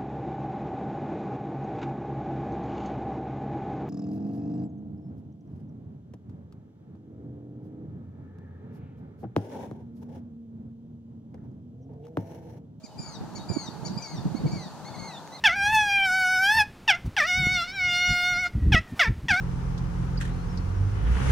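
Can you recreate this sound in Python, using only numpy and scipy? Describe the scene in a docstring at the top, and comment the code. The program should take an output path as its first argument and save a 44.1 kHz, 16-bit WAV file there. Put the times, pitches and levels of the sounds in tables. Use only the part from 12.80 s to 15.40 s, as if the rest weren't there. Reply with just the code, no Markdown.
"""Shorebird at a windy marsh edge

A shorebird repeats a two-part call: a short arched yip, then a long wail that hiccups and slides down.
Its voice splits briefly near the top of the notes; reeds scatter a soft echo and other birds whistle
far off. Wind buffets the two microphone ports over a distant roar and a faint engine drone."""
import sys
import numpy as np
from scipy import signal
from scipy.fft import rfft, irfft, next_fast_len
from scipy.io import wavfile
from scipy.ndimage import uniform_filter1d, map_coordinates

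SR = 44100
rng = np.random.default_rng(int(sys.argv[2]) if len(sys.argv) > 2 else 0)


def generate_wav(sig):
    """Save sig (samples, or channels by samples) to the path in sys.argv[1] as 16-bit PCM at SR."""
    pcm = np.round(np.clip(np.atleast_2d(sig).T, -1, 1) * 32767).astype(np.int16)
    wavfile.write(sys.argv[1], SR, pcm)


N = 114660

# Stereo spread of the voice, one per partial: (share of the note's pan [ratio])
PARTIAL_PAN = [0.51, 1.42, 0.58, -0.63, 1.3]
JITTER, YIP_JITTER, SHIMMER_DB = .0105, .014, 2.2  # roughness in pitch [ratio] and in level
def voice(pitch, gains, pan_db, jitter):
    """Four rough harmonics and, when the voice splits, a partial halfway between the second and third."""
    on = np.flatnonzero(gains[1] > 0)
    def flutter(rate):
        return np.interp(clock()[on] * rate, np.arange(2000), rng.standard_normal(2000))
    phase = 2 * np.pi * np.cumsum(pitch[on] * (1 + jitter * flutter(400))) / SR
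    out = np.zeros((2, N))
    for ratio, gain, share in zip((1, 2, 3, 4, 2.5), gains, PARTIAL_PAN):
        level = np.sqrt(2) * gain[on] * amp(SHIMMER_DB * flutter(250))
        out[:, on] += panned(share * pan_db) * level * np.sin(ratio * phase)
    return out


# Yips: (start [s], length [s], peak time [s], peak pitch [Hz], second partial [dB], fundamental [dB],
# third partial [dB], split [dB], pan left [dB], tail [dB], pitch drop half a note from the peak [ratio])
YIPS = [(0.032, 0.037, .047, 2424, -51.5, -63, -56.5, -56, 5.5, -69, .09),
        (0.55, 0.037, .565, 2293, -46, -59.5, -48.5, -50, 6.5, -51, 0.097),
        (1.047, 0.037, 1.064, 2318, -39, -60, -46.5, -43, 7.5, -62, 0.088),
        (1.551, 0.034, 1.572, 2217, -50, -56, -62, -79, 5, -60, .06),
        (2.044, 0.05, 2.078, 2184, -48, -56.5, -59.5, -75, 3, -75, .07),
        (2.519, 0.057, 2.554, 2078, -46, -55, -60.5, -78, -2.5, -51, 0.059)]
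TAIL_HZ, TAIL_S, TAIL_FADE_DB = 3785, 0.058, 8.5
def yips():
    """Each scratchy yip arches over its peak, where it splits, then dulls and trails off in a thin tone."""
    out = np.zeros((2, N))
    for start, length, peak_s, peak_hz, second_db, root_db, third_db, split_db, pan, tail_db, drop in YIPS:
        from_peak = (clock() - peak_s) / length
        arch = np.minimum((2 * from_peak) ** 2, 2)
        env = gate(start - .003, start + length + .007, edge=.012)
        second = amp(second_db - 4.9 * arch)
        third = amp(third_db - 4.5 * np.clip(from_peak, -1, 1))
        split = amp(split_db) * bell(peak_s + .0045, .0083)
        gains = [amp(root_db), second, third, third * amp(-18), split]
        out += voice(peak_hz * (1 - drop * arch), [env * g for g in gains], pan, YIP_JITTER)
        end = start + length + .0037
        fade_db = TAIL_FADE_DB * np.clip((clock() - end) / TAIL_S, 0, 1)
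        tail = gate(end, end + TAIL_S, edge=.0054) * amp(tail_db - fade_db)
        out += panned(pan) * tail * tone(TAIL_HZ * (1 + JITTER * wobble(300)))
    return out


# One contour per wail: (time [s], pitch [Hz], second partial [relative dB], third partial [relative dB])
WAIL_CONTOURS = [
    [(0.178, 2331, -54, -65), (0.192, 2439, -43.5, -59), (0.208, 2320, -53.5, -55), (0.23, 2377, -58, -53),
     (0.244, 2290, -55, -55), (0.27, 2297, -47, -63), (0.288, 2260, -54, -50.5), (0.314, 2164, -59, -64),
     (0.336, 2048, -60, -57), (0.356, 1920, -50, -51.5), (0.364, 1844, -49.5, -59), (0.378, 1960, -60, -83)],
    [(0.685, 2246, -52, -61), (0.695, 2430, -41.5, -52), (0.717, 2290, -50, -60), (0.735, 2340, -54, -48),
     (0.753, 2308, -47, -48.5), (0.775, 2260, -46, -57), (0.813, 2200, -46.5, -49.5),
     (0.831, 2130, -47, -56), (0.851, 2045, -61, -52), (0.883, 1834, -44, -52.5), (0.9, 1956, -57, -77)],
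    [(1.17, 2307, -84, -91), (1.176, 2375, -39, -60), (1.184, 2432, -39, -53), (1.19, 2382, -42, -67),
     (1.202, 2220, -78, -63), (1.216, 2350, -58, -56), (1.224, 2434, -43.5, -54), (1.252, 2258, -45, -65),
     (1.282, 2187, -54.5, -53.5), (1.328, 2165, -53, -60), (1.356, 1976, -63, -55),
     (1.382, 1810, -51, -55.5), (1.398, 1826, -53, -75)],
    [(1.66, 2204, -50, -73), (1.668, 2293, -51, -57), (1.676, 2260, -49, -71), (1.688, 2123, -58, -58),
     (1.7, 2049, -77, -70), (1.72, 2335, -56, -55), (1.74, 2280, -53, -60), (1.756, 2292, -52, -64),
     (1.778, 2210, -58, -62), (1.79, 2087, -52.5, -63), (1.83, 2010, -53.5, -53.5),
     (1.888, 1761, -58.5, -73)],
    [(2.138, 2168, -74, -73), (2.144, 2188, -50, -68), (2.152, 2168, -56, -58), (2.164, 2052, -54, -62),
     (2.176, 1963, -63, -77), (2.186, 2110, -56, -63), (2.198, 2262, -44.5, -48.5), (2.212, 2138, -58, -67),
     (2.242, 2169, -53, -52.5), (2.27, 2155, -54, -60), (2.29, 2057, -46.5, -56), (2.315, 1983, -58, -66),
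     (2.352, 1850, -49, -63), (2.382, 1748, -49.5, -78), (2.394, 1870, -58, -82)],
]
# Character of each wail: (fundamental [dB], fourth partial [dB], pan left [dB], hiccup time [s],
# hiccup dip in the fundamental [dB], rasp centre [Hz], rasp level [dB])
WAIL_TIMBRES = [(-63, -67, 7, 0.24, -2, 4880, -51), (-57.5, -65, 7.5, 0.64, 7, 4800, -50),
                (-55, -71.5, 6, 1.204, 3, 4830, -50), (-52, -71, 3, 1.701, 20, 4760, -50),
                (-51, -68, 0.5, 2.175, 9, 4500, -56)]
# Cracks where a wail splits: (time [s], width [s], level [dB])
WAIL_SPLITS = [(0.206, 0.0039, -54), (.23, 0.0066, -58), (.739, 0.0031, -50), (1.227, 0.0039, -43),
               (1.248, 0.014, -49.5), (1.727, 0.004, -53), (1.758, 0.012, -58)]
ROOT_HOLD, ROOT_FADE_DB = 0.52, 22  # share of the note the fundamental holds; then its fall per note length
def wails():
    """Each long note hiccups, may split near its top and slides down hoarsely as its fundamental fades."""
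    out = np.zeros((2, N))
    split = sum(amp(db) * bell(s, width) for s, width, db in WAIL_SPLITS)
    for contour, timbre in zip(WAIL_CONTOURS, WAIL_TIMBRES):
        root_db, fourth_db, pan, hiccup_s, hiccup_db, rasp_hz, rasp_db = timbre
        pitch, second_db, third_db = uniform_filter1d(curves(contour), round(.004 * SR), axis=1)
        start, end = contour[0][0], contour[-1][0]
        env = gate(start - .005, end + .006, edge=.015)
        late = np.clip((clock() - start) / (end - start) - ROOT_HOLD, 0, 1)
        root = amp(root_db - ROOT_FADE_DB * late - hiccup_db * bell(hiccup_s, width=.01))
        gains = [root, amp(second_db + 2), amp(third_db + 2), amp(fourth_db), split]
        out += voice(pitch, [env * g for g in gains], pan, JITTER)
        out += panned(pan) * rasp(start, end, rasp_hz, rasp_db)
    return out


RASP_HALF_WIDTH_HZ, RASP_SAG_HZ_PER_S, RASP_LINGER_S, RASP_FADE_DB_PER_S = 290, 1300, .05, 25
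def rasp(start, end, centre_hz, db):
    """A hoarse noise band sags slowly from the top of the second partial as the note slides below it."""
    age = np.clip(clock() - start, 0, end - start + RASP_LINGER_S)
    band = filtered(rng.standard_normal((2, N)), lambda hz: 1 / (1 + (hz / RASP_HALF_WIDTH_HZ) ** 6))
    noise = unit(band * tone(centre_hz - RASP_SAG_HZ_PER_S * age))
    return noise * gate(start, end + RASP_LINGER_S, edge=.04) * amp(db - RASP_FADE_DB_PER_S * age)


# Early reflections off water and bank: (delay [s], level [dB])
BOUNCES = [(.0045, -18.5), (.013, -30)]
def water_bounce(x):
    """The direct sound and its reflections, which beat as the pitch glides."""
    return filtered(x, lambda hz: 1 + sum(amp(db) * np.exp(-2j * np.pi * hz * s) for s, db in BOUNCES))


# EQ of the echo from the reed bed, and from the nearest plants: (frequency [Hz], gain [dB])
REED_BED_EQ = [(2000, -29), (3500, -16), (4600, 0.5), (5600, -12), (7000, -23), (10000, -27)]
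NEAR_REED_EQ = [(2000, -15), (3600, -3.5), (4200, -18), (4700, -19), (5300, -8), (7000, -3), (10000, -7.5)]
ECHO_BLUR_HZ, PREDELAY_S = 260, 0.0073
def reed_echo(x, db, t60, eq):
    """Plants scatter a diffuse echo that blurs the pitch, different at each port and moment to moment."""
    blurred = x.mean(0) * unit(wobble(2 * ECHO_BLUR_HZ))
    t = clock()[:SR // 2]
    wet = np.zeros((2, N))
    hop_s = .2
    for centre in np.arange(0, N / SR + hop_s, hop_s):  # each overlapping slice gets its own tail
        part = blurred * np.sqrt(np.maximum(1 - abs(clock() - centre) / hop_s, 0))
        tail = rng.standard_normal((2, len(t))) * amp(-60 * t / t60) * (t > PREDELAY_S)
        tail /= np.linalg.norm(tail[0])
        first = max(round((centre - hop_s) * SR), 0)
        echo = signal.fftconvolve(part[None, first:first + len(t)], tail, axes=1)[:, :N - first]
        wet[:, first:first + echo.shape[1]] += echo
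    return amp(db) * filtered(wet, lambda hz: amp(along(eq, hz)))


# Wind thumps: (time [s], width [s], centre [Hz], left level [dB], right level [dB])
THUMPS = [(0.045, 0.0046, 235, -58, -34.5), (0.202, 0.005, 163, -35, -29), (0.289, 0.0096, 150, -50, -32.5),
          (0.414, 0.0045, 138, -27, -30.5), (.594, 0.005, 188, -46, -30.5), (0.704, 0.0029, 174, -50, -16),
          (0.714, 0.0038, 132, -50, -19.5), (0.722, 0.0034, 360, -37, -25), (0.7688, 0.0036, 300, -50, -16),
          (.769, .003, 620, -60, -31), (0.889, 0.0033, 189, -50, -23.5), (1.112, 0.0071, 202, -26.5, -28.5),
          (1.17, 0.0056, 197, -63, -22.5), (1.346, 0.008, 161, -29.5, -27), (1.388, 0.004, 135, -33, -24),
          (1.462, 0.007, 170, -18.5, -18.5), (1.478, 0.0043, 157, -21.5, -28.5),
          (1.55, 0.0028, 232, -51, -17), (1.641, 0.0045, 165, -26, -21.5),
          (1.658, 0.0083, 145.3, -18, -15.5), (1.735, 0.0074, 161, -23, -23.5),
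          (1.764, 0.0066, 169, -25.5, -27), (1.867, 0.0045, 190, -30, -32.5),
          (2.114, 0.0078, 110, -35, -63), (2.227, 0.0031, 175, -25.5, -64)]
PUFF_DB, PUFF_OCTAVES, PUFF_TOP_HZ = -8, 0.92, 560
RIGHT_LAG_CYCLES, SCATTER_CYCLES = .26, .05
def wind_thumps():
    """Single eddies give each port a few cycles of low swing and a puff of broader noise."""
    out = np.zeros((2, N))
    for s, width, centre_hz, left_db, right_db in THUMPS:
        def puff_band(hz):
            octaves = np.log2((hz + 1) / centre_hz)
            return 1 / (1 + (octaves / PUFF_OCTAVES) ** 2) ** 1.04 / (1 + (hz / PUFF_TOP_HZ) ** 2)
        env = bell(s, width)
        cycles = centre_hz * (clock() - s) + rng.random()
        port_offset = SCATTER_CYCLES * rng.standard_normal((2, 1)) - [[0], [RIGHT_LAG_CYCLES]]
        swing = env * np.sin(2 * np.pi * (cycles + port_offset))
        puff = filtered(env * rng.standard_normal((2, N)), puff_band)
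        puff *= np.linalg.norm(env) / np.linalg.norm(puff, axis=1, keepdims=True)
        out += amp([[left_db], [right_db]]) * (swing + amp(PUFF_DB) * puff)
    return out


# Gusts on each port: (time [s], relative level [dB])
GUSTS_LEFT = [(.12, -56.5), (.2, -39), (.28, -53), (.43, -43), (.52, -47), (.75, -44.5), (.98, -53),
              (1.1, -41.5), (1.28, -50), (1.36, -41.5), (1.47, -40.5), (1.55, -44), (1.62, -34),
              (1.76, -38), (1.84, -49.5), (2.2, -43), (2.4, -55), (2.6, -66)]
GUSTS_RIGHT = [(0, -60), (.12, -54.5), (.2, -43.5), (.36, -48), (.43, -38), (.52, -41.5), (.7, -41.5),
               (.9, -41.5), (1.12, -35.5), (1.29, -51), (1.37, -38.5), (1.66, -35.5), (1.83, -42.5),
               (2.0, -52), (2.6, -58)]
# Bass-heavy wind EQ: (frequency [Hz], gain [dB])
WIND_EQ = [(20, -57), (40, -20.5), (65, -12), (95, -10), (125, -3), (165, -1.5), (220, -7.5), (320, -11),
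           (500, -21.5), (1000, -30.5), (3000, -45.5), (8000, -65)]
def wind_rumble():
    """Wind buffets the ports with a lumpy rumble, almost unrelated from left to right."""
    gust_db = np.array([curves(rows)[0] + 2 * wobble(35.1) for rows in (GUSTS_LEFT, GUSTS_RIGHT)])
    return amp(gust_db + 2) * stereo_noise(WIND_EQ, correlation=[(100, 0.061)])


# Clicks: (time [s], level [dB])
TICKS = [(1.677, -46), (1.742, -47), (2.476, -38)]
# Crisp click EQ: (frequency [Hz], gain [dB])
TICK_EQ = [(500, -9), (2000, 10), (3500, -2), (5300, 8), (6500, 2), (9000, -13), (15000, -26)]
TICK_DECAY_S = 0.00056
def ticks():
    """Tiny dry clicks close by, each a spike of bright noise."""
    env = np.zeros(N)
    for s, db in TICKS:
        age = clock() - s
        env += amp(db) * np.exp(-abs(age) / TICK_DECAY_S) * (age > -TICK_DECAY_S / 2)
    return env * stereo_noise(TICK_EQ, correlation=[(1000, 0.5)])


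# Far whistles: (start [s], length [s], first pitch [Hz], middle pitch [Hz], last pitch [Hz], level [dB])
WHISTLES = [(0.1, 0.06, 3030, 2960, 2980, -73), (2.055, 0.15, 3580, 3490, 3470, -63.5),
            (2.3, 0.08, 2950, 2470, 3120, -63.5)]
def far_birds():
    """Thin whistles, each bending through three pitches and fluttering as it fades."""
    out = np.zeros(N)
    for start, length, first, middle, last, db in WHISTLES:
        progress = np.clip((clock() - start) / length, 0, 1)
        bend = np.polyfit([0, .5, 1], [first, middle, last], 2)
        pitch = np.polyval(bend, progress) * (1 + .008 * wobble(300))
        level = amp(db - 2 * (progress - .5) + 2.5 * wobble(90))
        out += level * gate(start, start + length, edge=.0077) * tone(pitch)
    return np.array([out, out])


# Fader rides for the whole roar and for its treble: (time [s], relative level [dB])
ROAR_RIDE = [(0, -70.5), (.1, -56.5), (.3, -53), (.7, -48.5), (1.3, -50), (1.9, -49), (2.25, -46),
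             (2.6, -49.5)]
ROAR_TREBLE_RIDE = [(0, 4), (.15, -8), (.25, 3), (.6, -0.5)]
# Dark roar EQ: (frequency [Hz], gain [dB])
ROAR_EQ = [(60, -28), (150, 6.5), (300, -1.5), (450, -5), (650, 0.5), (880, 5.5), (1050, -3), (1300, -5.5),
           (1700, -10.5), (2200, -24), (3000, -30), (6000, -50)]
# Narrow stereo image: (frequency [Hz], left-right correlation [ratio])
ROAR_IMAGE = [(100, .6), (500, .93), (2000, .9)]
ROAR_TREBLE_HZ = 1010
def distant_roar():
    """A dull bed of noise swells in, a little to the left; its treble dips briefly near the start."""
    level = amp(curves(ROAR_RIDE)[0] + 4 + .26 * wobble(18))
    roar = panned(2) * level * stereo_noise(ROAR_EQ, ROAR_IMAGE)
    treble = filtered(roar, lambda hz: 1 - 1 / (1 + (hz / ROAR_TREBLE_HZ) ** 10))
    return roar + (amp(curves(ROAR_TREBLE_RIDE)[0]) - 1) * treble


# Airy hiss EQ: (frequency [Hz], gain [dB])
HISS_EQ = [(1000, -28), (2500, -1.5), (3300, -1.5), (4400, 4.5), (5300, -1), (6500, 0.5), (8000, -5.5),
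           (10000, -10), (13000, -13.5), (15500, -17.5)]
# Wide stereo image: (frequency [Hz], left-right correlation [ratio])
HISS_IMAGE = [(2000, 0.36), (5000, 0.15), (12000, 0.051)]
HISS_DB = -55.5
def hiss():
    """Faint, airy noise fades up and holds."""
    return amp(HISS_DB - 10 * np.exp(-clock() / .38)) * stereo_noise(HISS_EQ, HISS_IMAGE)


# Engine tones: (pitch [Hz], relative level [dB])
ENGINE_TONES = [(446, -60), (534, -58.5), (627, -59)]
# Fader ride for the engine: (time [s], gain [dB])
ENGINE_RIDE = [(0, -8.5), (.35, -7), (1.2, -4), (1.6, -8), (2.6, -11.5)]
def engine_drone():
    """A far engine hums on three tones, each wavering in level and pitch."""
    drone = np.zeros(N)
    for hz, db in ENGINE_TONES:
        drone += amp(db + 6.2 * wobble(7.64)) * tone(hz * (1 + .00957 * wobble(15)))
    return drone * amp(curves(ENGINE_RIDE)[0])


def amp(db):
    """Decibels to gain."""
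    return 10 ** (np.asarray(db) / 20)


def unit(x):
    """Scale to rms 1."""
    return x / np.sqrt(np.mean(x ** 2) + 1e-20)


def panned(db):
    """Stereo gains with the left louder by db."""
    return unit(amp([[db / 2], [-db / 2]]))


def clock():
    """The time of every sample."""
    return np.arange(N) / SR


def tone(pitch):
    """A sine of rms 1 that follows a pitch curve in Hz."""
    return np.sqrt(2) * np.sin(2 * np.pi * np.cumsum(pitch) / SR)


def gate(start, end, edge):
    """A smooth rise, hold and fall, with fades of edge seconds."""
    ramp = np.clip(np.minimum(clock() - start, end - clock()) / edge, 0, 1)
    return np.sin(np.pi / 2 * ramp) ** 2


def bell(centre, width):
    """A bell-shaped swell."""
    return np.exp(-.5 * ((clock() - centre) / width) ** 2)


def along(points, hz):
    """Read (frequency, value) points on a log axis."""
    freqs, values = np.transpose(points)
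    return np.interp(np.log(hz + 1), np.log(freqs + 1), values)


def curves(rows):
    """An automation curve for each column after the time."""
    times, *columns = np.transpose(rows)
    return np.array([np.interp(clock(), times, column) for column in columns])


def wobble(rate):
    """A smooth random curve, rate knots a second."""
    return map_coordinates(rng.standard_normal(int(N * rate / SR) + 4), [clock() * rate])


def filtered(x, response):
    """Shape x by a frequency response."""
    size = next_fast_len(N + SR // 2)
    return irfft(rfft(x, size) * response(np.fft.rfftfreq(size, 1 / SR)), size)[..., :N]


def stereo_noise(eq, correlation):
    """Coloured mid-side noise of rms 1."""
    def mid_side(hz):
        width = np.arccos(np.clip(along(correlation, hz), -1, 1)) / 2
        return amp(along(eq, hz)) * [np.cos(width), np.sin(width)]
    mid, side = filtered(rng.standard_normal((2, N)), mid_side)
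    return unit(np.array([mid + side, mid - side]))


LEFT_LEAD_S = 2.5e-5  # the left port hears far sounds earlier
def scene():
    """Birds and far sounds from slightly to the left, wind and clicks at the microphone."""
    birds = water_bounce(yips() + wails()) + far_birds()
    far = birds + distant_roar() + hiss() + engine_drone()
    far = filtered(far, lambda hz: np.exp(1j * np.pi * hz * LEFT_LEAD_S * np.array([[1], [-1]])))
    echo = reed_echo(birds, db=-3.5, t60=.65, eq=REED_BED_EQ)
    echo += panned(8.5) * reed_echo(birds, db=-3, t60=.18, eq=NEAR_REED_EQ)
    return far + echo + wind_rumble() + wind_thumps() + ticks()


TOP_HZ = 15750
def record(dry):
    """A brick-wall low-pass trims the highest treble."""
    return filtered(dry, lambda hz: hz < TOP_HZ)


dry = scene()
out = record(dry)
generate_wav(out)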